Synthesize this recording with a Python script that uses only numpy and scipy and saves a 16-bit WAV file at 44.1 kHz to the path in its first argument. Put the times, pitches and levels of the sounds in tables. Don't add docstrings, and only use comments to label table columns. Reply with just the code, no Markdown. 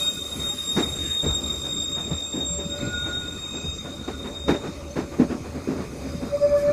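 import sys
import numpy as np
from scipy import signal
from scipy.fft import rfft, irfft, next_fast_len
from scipy.io import wavfile
from scipy.ndimage import uniform_filter1d, map_coordinates

SR = 44100
rng = np.random.default_rng(int(sys.argv[2]) if len(sys.argv) > 2 else 0)


def ratio_of_db(decibels):
    return 10 ** (np.asarray(decibels, float) / 20)


def dump(signal):
    limited = np.clip(np.atleast_2d(signal).T, -1, 1)
    pcm = np.round(limited * 32767).astype(np.int16)
    wavfile.write(sys.argv[1], SR, pcm)


N = 296352


def unit(x):
    return x / np.sqrt(np.mean(x ** 2) + 1e-20)


def along(points, hz):
    f, v = np.transpose(points)
    return np.interp(np.log(hz + 1), np.log(f + 1), v)


def curves(rows):
    s, *cols = np.transpose(rows)
    return [np.interp(np.arange(N) / SR, s, c) for c in cols]


def wobble(rate):
    coarse = np.arange(0, N + 32, 32)
    knots = rng.standard_normal(int(N * rate / SR) + 4)
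    return np.interp(np.arange(N), coarse, map_coordinates(knots, [coarse * rate / SR]))


def spells(rows):
    t = np.arange(0, N + 32, 32) / SR
    s, db, half = np.transpose(rows)[:, :, None]
    swells = ratio_of_db(db) * np.exp(-((t - s) / half) ** 2)
    return np.interp(np.arange(N) / SR, t, np.sum(swells, axis=0))


def filtered(x, response):
    m = next_fast_len(x.shape[-1] + 4096, True)
    return irfft(rfft(x, m) * response(np.fft.rfftfreq(m, 1 / SR)), m)[..., :x.shape[-1]]


def mode(hz, centre_hz, width_hz):
    return 1j * hz * width_hz / (centre_hz ** 2 - hz ** 2 + 1j * hz * width_hz)


def rush(response, patchy_db):
    z = signal.stft(rng.standard_normal(N + 512), nperseg=512)[2]
    field = uniform_filter1d(rng.standard_normal(z.shape), 5, 0)
    field = uniform_filter1d(field, 10, 1)
    noise = signal.istft(z * ratio_of_db(patchy_db * unit(field)), nperseg=512)[1][:N]
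    return unit(filtered(noise, response))


def phase(hz):
    return 2 * np.pi * np.cumsum(hz + np.zeros(N)) / SR


# t/s, mode f/Hz, level/dB, half length/s
RING_UPS = [(0.056, 2531, 6, 0.13), (2.83, 2531, 6, 0.11), (3.64, 2531, 14, 0.1), (3.37, 2531, 4, 0.14),
            (1.75, 4940, -4, 0.3), (2.83, 4940, 3, .1), (1.04, 2531, 2, 0.091), (3.71, 4940, 5.5, 0.16),
            (3.7, 6217, 4, 0.13), (6.21, 3710, 4.5, 0.14), (6.11, 4940, 8, 0.072), (6.47, 4940, 8, 0.19)]


def ring_up(hz):
    return 1 + spells([(s, db - 200 * (abs(at / hz - 1) > .1), half) for s, at, db, half in RING_UPS])


# f/Hz, level/dB per Hz
RUMBLE = [(12, -55), (20, -24), (38, -13), (70, 6), (86, 8), (108, -28), (130, -3.5), (170, -10),
          (290, -120)]
# f/Hz, level/dB per Hz
BODY = [(59, -9.5), (100, -1.5), (277, 1), (471, -6.5), (570, -8), (661, -12), (970, -17.5), (1180, -13),
        (1440, -16), (1630, -25), (2490, -17.5), (2930, -52), (3400, -31), (4420, -23), (7480, -120)]
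# f/Hz, level/dB per Hz
HISS = [(1500, -120), (3000, -6.5), (5000, 2), (8000, 3), (10500, 0.5), (13000, -4), (15300, -6),
        (17000, -18)]
# f/Hz, level/dB per Hz
RAILS = [(1500, -120), (2600, 3.5), (3600, -8.5), (4300, -2), (5200, 2), (6500, 5), (8000, -6),
         (10000, -7.5), (13000, -22), (17000, -17)]
# f/Hz, width/Hz, level/dB
WHEEL_MODES = [(1172, 150, 2.5), (2528, 73, 4), (3168, 94, -4), (3700, 92, 2.5), (4940, 110, 2),
               (6200, 55, 1), (6520, 150, 0.5), (7640, 140, -4), (8720, 110, -9.5), (9600, 85, -18)]
# t/s, level/dB
GRIND = [(0, -49), (.2, -56), (.45, -53.5), (1.66, -58), (2.1, -62.5), (2.35, -61), (4.45, -68), (5, -68.5),
         (6.05, -64.5), (6.72, -65.5)]
# t/s, rumble level/dB, rail body level/dB, half length/s
LURCHES = [(0, -59, -43.5, 0.25), (0.416, -42.5, -38, 0.096), (0.843, -48, -35, 0.093),
           (1.004, -39.5, -51, 0.11), (1.297, -29, -38.5, 0.045), (1.44, -40, -42, 0.14),
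           (1.863, -54, -45, 0.45), (2.137, -37, -51, 0.04), (2.53, -42.5, -51.5, 0.13),
           (2.832, -54, -38, 0.065), (3.04, -42.5, -45, 0.31), (3.486, -50, -50.5, 0.58),
           (3.677, -42, -60, 0.064), (4.166, -42, -48, 0.19), (4.483, -34, -76, 0.057),
           (4.69, -47, -45, 0.13), (5.044, -47, -60, 0.13), (5.587, -43, -48, 0.74),
           (6.066, -39, -42.5, 0.054), (6.28, -48, -45, 0.1), (6.537, -34.5, -41, 0.09),
           (6.72, -64, -36, 0.08)]
# t/s, level/dB, half length/s
SCRAPES = [
    (6.6, -61, 0.028),
]


def rolling():
    grind_db, = curves(GRIND)
    even_db = -44 + .5 * np.arange(N) / SR
    shake = ratio_of_db(-49.5) + spells([(s, db, half) for s, db, _, half in LURCHES])
    load = ratio_of_db(even_db) + spells([(s, db, half) for s, _, db, half in LURCHES])
    rumble = shake * rush(lambda f: ratio_of_db(along(RUMBLE, f)), patchy_db=0.5)
    body = load * ratio_of_db(0.34 * wobble(9.4)) * rush(lambda f: ratio_of_db(along(BODY, f)), patchy_db=2.5)
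    flange = (ratio_of_db(grind_db) + spells(SCRAPES)) * ratio_of_db(9.0)
    hiss = flange * rush(lambda f: ratio_of_db(along(HISS, f)), patchy_db=2.0)
    rail_gain = ratio_of_db(-53.5 + 0.59 * wobble(4.16) + 0.63 * wobble(36))
    rails = rail_gain * rush(lambda f: ratio_of_db(along(RAILS, f)), patchy_db=3.0)

    modes = filtered(rng.standard_normal(N),
                     lambda f: np.array([mode(f, hz, width) ** 2 for hz, width, _ in WHEEL_MODES]))
    rings = sum(ratio_of_db(db + 1.3 * wobble(4.95)) * ring_up(hz) * ring
                for ring, (hz, _, db) in zip(modes, WHEEL_MODES))
    kicks = spells([(s, db + clank_db - 39, 0.013) for s, db, _, clank_db, _ in blows()])
    ring_gain = ratio_of_db(-56 + 0.56 * (grind_db - grind_db.mean())) + kicks
    return rumble + body + hiss + rails + ring_gain * ratio_of_db(6) * unit(rings)


# t/s, f/Hz
SQUEAL_PITCH = [(0, 3715), (1.3, 3712), (1.8, 3717), (3.8, 3714), (4.1, 3710), (5.2, 3700)]
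# f/Hz, width/Hz, level/dB
NEIGHBOURS = [
    (3727, 42, -1),
    (3675, 58, -5),
    (7402, 163, -12.5),
]
# t/s, level/dB
SLIP = [(0, -28), (.09, -38), (.14, -32), (.55, -37.5), (.61, -32), (.65, -31), (.7, -32.5), (1.05, -32),
        (1.17, -31), (2.2, -33), (2.55, -40), (2.75, -37), (3.46, -35.5), (3.68, -39.5), (4.02, -43.5),
        (4.5, -41), (4.8, -55.5), (5.2, -43)]
# t/s, level/dB, half length/s
LOCKS = [(0.014, -24.5, 0.018), (0.072, -20, 0.034), (0.183, -39, 0.14), (0.223, -27, 0.0088),
         (0.326, -31, 0.017), (0.468, -33, 0.0081), (0.477, -24, 0.064), (0.604, -24.5, 0.021),
         (0.695, -23.5, 0.0087), (0.734, -25.5, 0.059), (0.837, -22, 0.012), (0.889, -28.5, 0.02),
         (0.944, -29, 0.018), (1.014, -28.5, 0.043), (1.015, -35, 0.029), (1.123, -20.5, 0.024),
         (1.173, -19, 0.022), (1.217, -27, 0.0062), (1.292, -22.5, 0.043), (1.363, -26, 0.015),
         (1.402, -29.0, 0.016), (1.447, -27.5, 0.016), (1.504, -24, 0.014), (1.576, -31.5, 0.061),
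         (1.721, -30, 0.06), (1.806, -30, 0.019), (1.923, -26.0, 0.073), (2.129, -42.5, 0.36),
         (2.186, -27, 0.0051), (2.204, -31, .008), (2.228, -32, .008), (2.409, -30, 0.02),
         (2.451, -32.5, 0.074), (2.609, -29, 0.016), (2.73, -26, 0.012), (2.732, -40, 0.058),
         (2.817, -29.5, 0.0083), (2.884, -33.5, 0.012), (2.989, -27.0, 0.055), (3.06, -28, 0.025),
         (3.165, -26, 0.046), (3.284, -31, 0.014), (3.441, -36, 0.0071), (3.469, -34, 0.1),
         (3.686, -30.5, 0.056), (3.733, -35.5, 0.02), (3.801, -33, 0.019), (4.02, -42, 0.1),
         (4.254, -41.5, 0.057), (4.369, -37, 0.025), (4.495, -34.5, 0.1), (4.62, -47, 0.01),
         (4.851, -56, 0.29)]
# t/s, level/dB, half length/s
JUMPS = [(0.027, -45, 0.035), (0.083, -33.5, 0.034), (0.18, -50, 0.01), (0.209, -50, 0.084),
         (0.401, -44, 0.019), (0.498, -37.5, 0.035), (0.593, -46, 0.14), (0.686, -38, 0.038),
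         (0.818, -42, 0.028), (0.913, -37, 0.024), (0.964, -35.5, 0.015), (1.091, -40.0, 0.06),
         (1.228, -38.5, 0.038), (1.289, -35.5, 0.023), (1.351, -32.5, 0.014), (1.389, -43.5, 0.099),
         (1.474, -44.5, 0.0083), (1.516, -43, 0.17), (1.538, -43, 0.0084), (1.776, -33.5, 0.064),
         (1.844, -35.5, 0.018), (1.929, -40, 0.036), (2.02, -41.5, 0.02), (2.056, -40, 0.011),
         (2.134, -41.5, 0.058), (2.273, -38.5, 0.047), (2.366, -38, 0.055), (2.492, -33.0, 0.04),
         (2.552, -33, 0.066), (2.702, -38, 0.055), (2.848, -41.5, 0.066), (2.98, -43, 0.038),
         (3.089, -46.5, 0.038), (3.294, -48, 0.19), (3.435, -44, 0.019), (3.575, -40.5, 0.062),
         (3.745, -45.5, 0.06)]


def squeal():
    (others_db,), (grind_db,) = curves(SLIP), curves(GRIND)
    lock = spells(LOCKS) + ratio_of_db(others_db - 25)
    jump = spells(JUMPS) + ratio_of_db(others_db - 36)
    third = ratio_of_db(1.8 * (grind_db - GRIND[2][1]) + 2.3 * wobble(7.2))
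    third = third * (ratio_of_db(-48) + ratio_of_db(-28) * jump)
    hz, = curves(SQUEAL_PITCH)
    fade = np.clip((SLIP[-1][0] - np.arange(N) / SR) / 0.19, 0, 1)
    turn = phase(hz + 1.49 * wobble(29.99))
    tone = lock * ratio_of_db(1.4 * wobble(45)) * np.sin(turn + 0.12 * wobble(60))
    tone += jump * ratio_of_db(3.5 + 1.53 * wobble(50)) * np.sin(2 * turn + 0.28 * wobble(60))
    tone += third * ratio_of_db(-3 + 4.5 * wobble(75)) * np.sin(3 * turn - phase(36) + 1.3 * wobble(140))
    tone += third * ratio_of_db(-9.5 + 2.5 * wobble(60)) * np.sin(4 * turn - phase(50) + 2.8 * wobble(200))

    def band(f):
        return sum(ratio_of_db(db) * mode(f, hz, width) ** 2 for hz, width, db in NEIGHBOURS)

    others = ratio_of_db(others_db - 4.5 + 0.88 * wobble(29.77)) * rush(band, patchy_db=0.0)
    return fade * (tone + others)


# t/s, level/dB, half length/s
CATCHES = [(0.006, -37, 0.0099), (0.062, -46.0, 0.015), (0.19, -35, 0.16), (0.329, -40.5, 0.0094),
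           (0.445, -37, 0.087), (0.456, -39, 0.016), (0.623, -39, 0.105), (0.838, -31, 0.069),
           (0.983, -37, 0.02), (1.052, -28, 0.017), (1.118, -44, 0.07), (1.203, -26, 0.012),
           (1.308, -24.5, 0.018), (1.342, -35, 0.13), (1.52, -35, 0.078), (1.677, -31, 0.044),
           (1.815, -28.5, 0.086), (1.999, -30, 0.039), (2.162, -33.5, 0.2), (2.335, -25.5, 0.0096),
           (2.433, -47, 0.048), (2.598, -36, 0.17), (2.774, -37, 0.016), (2.826, -49, 0.021),
           (2.989, -38.5, 0.12), (3.086, -32, 0.011), (3.157, -39.5, 0.035), (3.312, -34.5, 0.09),
           (3.545, -40.5, 0.15), (3.552, -45, 0.011), (3.867, -43.5, 0.17), (4.202, -38.5, 0.086),
           (4.513, -41, 0.17), (4.522, -38, 0.015)]


def partner():
    turn = phase(3675 + 6 * wobble(7.6))
    return spells(CATCHES) * ratio_of_db(-1.5 + 2.9 * wobble(40)) * np.sin(turn + 0.5 * wobble(60))


# t/s, f/Hz
HOWL_PITCH = [(0, 578), (6.3, 570.8), (6.5, 581), (6.62, 574.5), (6.72, 589)]
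# multiple, level/dB
HOWL_PARTIALS = [(2, -32), (3, -30), (4, -29)]
# t/s, level/dB, half length/s
HOWLS = [(0, -44, 0.13), (.42, -48.5, 0.31), (.8, -53, 0.033), (1.0, -49, 0.031), (1.24, -29, 0.0075),
         (1.42, -48, 0.063), (1.66, -44.5, 0.044), (1.94, -44, 0.034), (2.12, -40, 0.033),
         (2.3, -46.5, 0.086), (2.55, -38, 0.086), (2.68, -43, 0.099), (2.81, -41.5, 0.068),
         (3.12, -49.5, 0.33), (3.92, -44.5, 0.06), (4.33, -47, 0.031), (4.5, -36, 0.033), (4.78, -44, 0.6),
         (5.18, -50, 0.12), (5.57, -45, 0.055), (5.77, -42, 0.053), (6.18, -42, 0.16)]
# t/s, level/dB, half length/s
SURGES = [
    (6.348, -18.5, 0.022),
    (6.447, -12.5, 0.029),
    (6.548, -14, 0.04),
    (6.655, -18.5, 0.04),
    (6.7, -17.5, 0.023),
]
# t/s, level/dB, half length/s
SNAPS_2 = [(6.38, -44, 0.015), (6.437, -44.0, 0.033), (6.56, -42.5, 0.05), (6.565, -42, 0.011),
           (6.667, -48.5, 0.016), (6.706, -38, 0.0082)]
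# t/s, level/dB, half length/s
SNAPS_3 = [(6.444, -51, 0.015), (6.499, -53.5, 0.0062), (6.575, -42, 0.008), (6.598, -46, 0.01),
           (6.69, -41, 0.012)]
# t/s, level/dB, half length/s
WHISTLES = [
    (.074, -45.5, 0.039),
    (.18, -45, 0.014),
    (.33, -56, 0.065),
            (2.753, -46, 0.019), (2.81, -49, 0.11), (2.853, -39, 0.022), (3.058, -42, 0.013),
         (2.944, -33, 0.006), (2.961, -31.5, 0.076), (3.111, -32.5, 0.029), (3.162, -37.5, 0.017),
         (3.236, -37.5, 0.045), (3.343, -46.0, 0.034), (3.47, -52, 0.033), (3.585, -47, 0.013),
         (3.63, -48, 0.013), (3.88, -47.5, 0.026), (3.988, -47, 0.011), (4.05, -47, 0.019),
         (4.15, -41.5, 0.021), (4.261, -50, 0.009)]


def low_modes():
    howl = spells(HOWLS) + spells(SURGES)
    turn = phase(curves(HOWL_PITCH)[0] + 1.1 * wobble(22))
    loose = np.clip(1 - howl / ratio_of_db(-33.0), 0, 1)
    tone = howl * ratio_of_db(1.5 + 4.9 * loose * wobble(30)) * np.sin(turn + 1.34 * loose * wobble(35))
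    drive = uniform_filter1d(howl, size=7000, origin=700) ** 2 / ratio_of_db(-13.5)
    snaps = {2: SNAPS_2, 3: SNAPS_3}
    for k, db in HOWL_PARTIALS:
        k = round(k)
        snap = ratio_of_db(2.5) * spells(snaps[k]) if k in snaps else 0
        gain = drive * ratio_of_db(db + 2.6 * wobble(70)) + snap
        tone += gain * np.sin(k * turn + 0.4 * k * wobble(90))
    whistle = np.sin(phase(1440 + 5 * wobble(25.1)))
    return tone + spells(WHISTLES) * ratio_of_db(1.9 + 1.2 * wobble(45)) * whistle


JOINT_S = 0.027
# t/s, peak level/dB, thud f/Hz, clank under the thud level/dB
JOINTS = [(.363, -28.5, 261, -26), (0.682, -33, 271, -9), (1.651, -31.5, 139, -5), (1.969, -30, 244, -3),
          (2.504, -28, 173, -45), (2.589, -27, 403, -10), (2.819, -25, 254, -17.5), (3.062, -31.5, 361, -2),
          (3.543, -28.5, 269, -8.5), (3.85, -29, 270, -8.5), (4.245, -26, 254.5, -8.5),
          (4.639, -23, 275, -11), (5.124, -29.5, 349, -5.5), (5.445, -28.5, 255, -8.5),
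          (5.548, -24, 254.7, -16), (5.929, -30.5, 241, -13), (6.048, -25, 264, -17),
          (6.217, -23, 248, -15), (6.589, -31.5, 320, -7)]
# t/s, peak level/dB, thud f/Hz, clank under the thud level/dB, length/s
GAPS = [(.772, -16, 268, -4.5, 0.025), (1.235, -19, 140, -12, 0.025), (2.114, -21, 153, -12, 0.015),
        (2.336, -20, 265.3, -17, 0.051), (2.656, -22, 158.3, -40, 0.0079), (3.649, -20, 153.4, -26, 0.011),
        (4.084, -20, 197, -9, 0.015), (4.488, -8, 413, -10.5, 0.019), (4.544, -18, 378, -8.5, 0.013),
        (4.967, -16.5, 326, -9, 0.025), (5.199, -9, 245, -18, 0.022), (5.302, -20, 237.5, -11.5, 0.028),
        (5.683, -15.5, 260, -16, 0.036), (5.774, -23, 149, -10.5, 0.041), (6.143, -21.5, 164, -22, 0.012)]


def blows():
    return sorted(GAPS + [row + (JOINT_S,) for row in JOINTS])


# f/Hz, level/dB
THUD = [(40, -23), (90, -29), (150, 0.5), (260, -2), (420, -2.5), (700, -16), (1200, -51), (2500, -120)]
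# f/Hz, level/dB
CLANK = [(300, -17), (700, 14.5), (1400, 9), (2600, 1), (3000, -9.5), (4000, -10), (7000, -11.5),
         (11000, -43), (15000, -63)]


def joints():
    out, t = np.zeros(N + SR), np.arange(SR // 3) / SR
    shake = rng.standard_normal((len(blows()), 3, len(t)))
    rattles = filtered(shake[:, 0], lambda f: ratio_of_db(along(THUD, f)))
    rattles /= np.sqrt(np.abs(uniform_filter1d(rattles ** 2, size=500)) + 1e-9)
    clanks = unit(filtered(shake[:, 1], lambda f: ratio_of_db(along(CLANK, f))))
    edges = unit(filtered(shake[:, 2],
                          lambda f: mode(f, 2700, 4200) ** 2 * (1 - 0.39 * mode(f, 3080, 700))))
    for (s, db, hz, clank_db, length), rattle, clank, edge in zip(blows(), rattles, clanks, edges):
        u = t / np.clip(length, .004, .08)
        ring_on = 0.14 * (1 - np.exp(-u)) * ratio_of_db(-60 * t / 1.5) * (1 - t / t[-1])
        swell = u ** 0.33 * np.exp(0.22 * (1 - u * u)) + ring_on
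        edge_db = -49.5 + (db + clank_db + 34) - db
        gap = length != JOINT_S
        late = np.clip(t - 0.01194, 0, None)
        strike = ratio_of_db(-5.5 - 10 * gap) * np.exp(-late / 0.0086) * np.sin(2 * np.pi * hz * late)
        note = np.clip(.28 - 0.018 * clank_db, 0, 1)
        thud = 0.48 * ratio_of_db(-2.5 * gap) * (1.2 - note) * rattle
        thud += 0.54 * ratio_of_db(-4 * gap) * note * np.sin(2 * np.pi * hz * t)
        hit = thud + ratio_of_db(clank_db - 8.5) * swell ** 0.19 * clank + ratio_of_db(edge_db - 6.5) * edge
        out[max(round((s - .009) * SR), 0):][:len(t)] += ratio_of_db(db) * (swell * hit + strike)
    return out[:N]


# t/s, level/dB, half length/s
SCUFFS = [
    (.55, -50, 0.18),
    (1.07, -45, 0.12),
    (4.655, -50, 0.016),
    (5.318, -47, 0.016),
]
# t/s, level/dB, half length/s
CRACKS = [
    (.787, -41.5, 0.038),
    (4.508, -52, .02),
]


def scuffs():
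    drag = spells(SCUFFS) * rush(lambda f: mode(f, 1900, 1700) ** 2, patchy_db=1.5)
    return drag + spells(CRACKS) * rush(lambda f: mode(f, 4900, 2700) ** 2, patchy_db=-1.0)


# t/s, f/Hz, level/dB, length/s
CHIRPS = [(.5, 11110, -52, .05), (.51, 810, -44, .03), (1.07, 1740, -52, .06), (1.07, 2780, -50, .02),
          (5.14, 1200, -45, .012), (4.8, 3300, -61, .03), (4.93, 6200, -51, .06), (5.63, 9650, -56, .012),
          (5.98, 9650, -57, .012)]


def chirps():
    t, flutter_db = np.arange(N) / SR, 5 * wobble(60)
    waver = phase(18 * wobble(55))
    return sum(ratio_of_db(db + flutter_db) * np.exp(-((t - s) / length) ** 2)
               * np.sin(2 * np.pi * hz * t + waver)
               for s, hz, db, length in CHIRPS)


# t/s, peak level/dB, f/Hz
KNOCKS = [(0.764, -16.5, 230), (0.7737, -16, 250), (.7787, -15, 290), (0.785, -12.5, 319), (.791, -16, 413),
          (0.808, -13, 270), (0.825, -22, 330), (1.238, -26, 356), (1.247, -21, 360), (1.254, -20, 273),
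          (1.266, -15, 406), (1.274, -22, 278), (1.281, -20, 115), (1.294, -25, 110), (2.1175, -18, 135),
          (2.123, -22, 159), (2.129, -27, 170), (2.345, -29, 268), (2.358, -16.5, 275), (2.379, -19, 328),
          (2.664, -22, 196), (2.833, -22, 236), (4.082, -17.5, 296), (4.493, -9.5, 382), (4.502, -14, 296),
          (4.516, -10, 345), (4.524, -10.5, 245), (4.53, -16, 248), (4.549, -16, 407), (4.564, -25, 351),
          (4.66, -28, 290), (4.967, -27, 237), (4.974, -16, 346), (4.991, -16, 326), (5.189, -19, 358),
          (5.201, -4.5, 245), (5.221, -5.5, 258), (5.244, -26, 293), (5.251, -22, 250), (5.301, -28, 317),
          (5.308, -26, 248), (5.32, -21, 215), (5.329, -18.5, 303), (5.351, -20, 260), (5.568, -25, 228),
          (5.676, -16.5, 377), (5.689, -11, 307), (5.703, -29, 280), (5.72, -24, 270), (5.759, -20, 326),
          (5.804, -24, 225), (6.152, -21, 196), (6.221, -19, 316), (6.236, -23, 293)]


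def knocks():
    out, t = np.zeros(N + SR), np.arange(SR // 20) / SR
    for s, db, hz in KNOCKS:
        rise = 0.95 / hz
        push = (t / rise * np.exp(1 - t / rise)) ** 2
        knock = push * np.cos(2 * np.pi * hz * (t - rise))
        out[round((s - rise) * SR):][:len(t)] -= ratio_of_db(db - 3) * knock
    return out[:N]


def scene():
    wheels = rolling() + squeal() + partner() + low_modes()
    return (wheels + joints() + scuffs() + chirps() + knocks())[None]


def masked(x, under_db, slope_db, tilt_db, chance_db):
    hz, _, z = signal.stft(x, SR, nperseg=2048)
    power = uniform_filter1d(np.abs(z) ** 2, size=2, axis=2)
    hz_column = hz[:, None]
    octave = np.log2(hz_column / 4000 + 0.006)
    masker = 10 * np.log10(np.abs(power) + 1e-14) + tilt_db * octave - 200 * (hz_column < 1300)
    shadow = np.maximum.accumulate(masker + slope_db * octave, axis=1) - slope_db * octave
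    shadow = shadow - under_db - 4 * np.clip(hz_column / 1000 - 11, 0, 9)
    band = 10 * np.log10(np.abs(uniform_filter1d(power, size=11, axis=1)) + 1e-14)
    luck = rng.standard_normal((len(hz) // 8 + 1, z.shape[2] // 2 + 1))
    luck = np.repeat(np.repeat(luck, 8, 0), 2, 1)[:len(hz), :z.shape[2]]
    band = band + chance_db * np.where(hz < 4650, 1, .3)[:, None] * luck
    kept = z / (1 + ratio_of_db(np.clip(8 * (shadow - band), -99, 60)))
    return signal.istft(kept, SR, nperseg=2048)[1][:, :N]


def band_limit(x):
    return signal.sosfilt(signal.butter(12, 15810, fs=SR, output="sos"), x)


def record(dry):
    heard = filtered(dry[0], lambda hz: np.clip((15430 - hz) / 100, 0, 1))[None]
    mix = masked(heard, under_db=31, slope_db=19, tilt_db=4.6, chance_db=3.5)
    return band_limit(mix)


dry = scene()
out = record(dry)
dump(out)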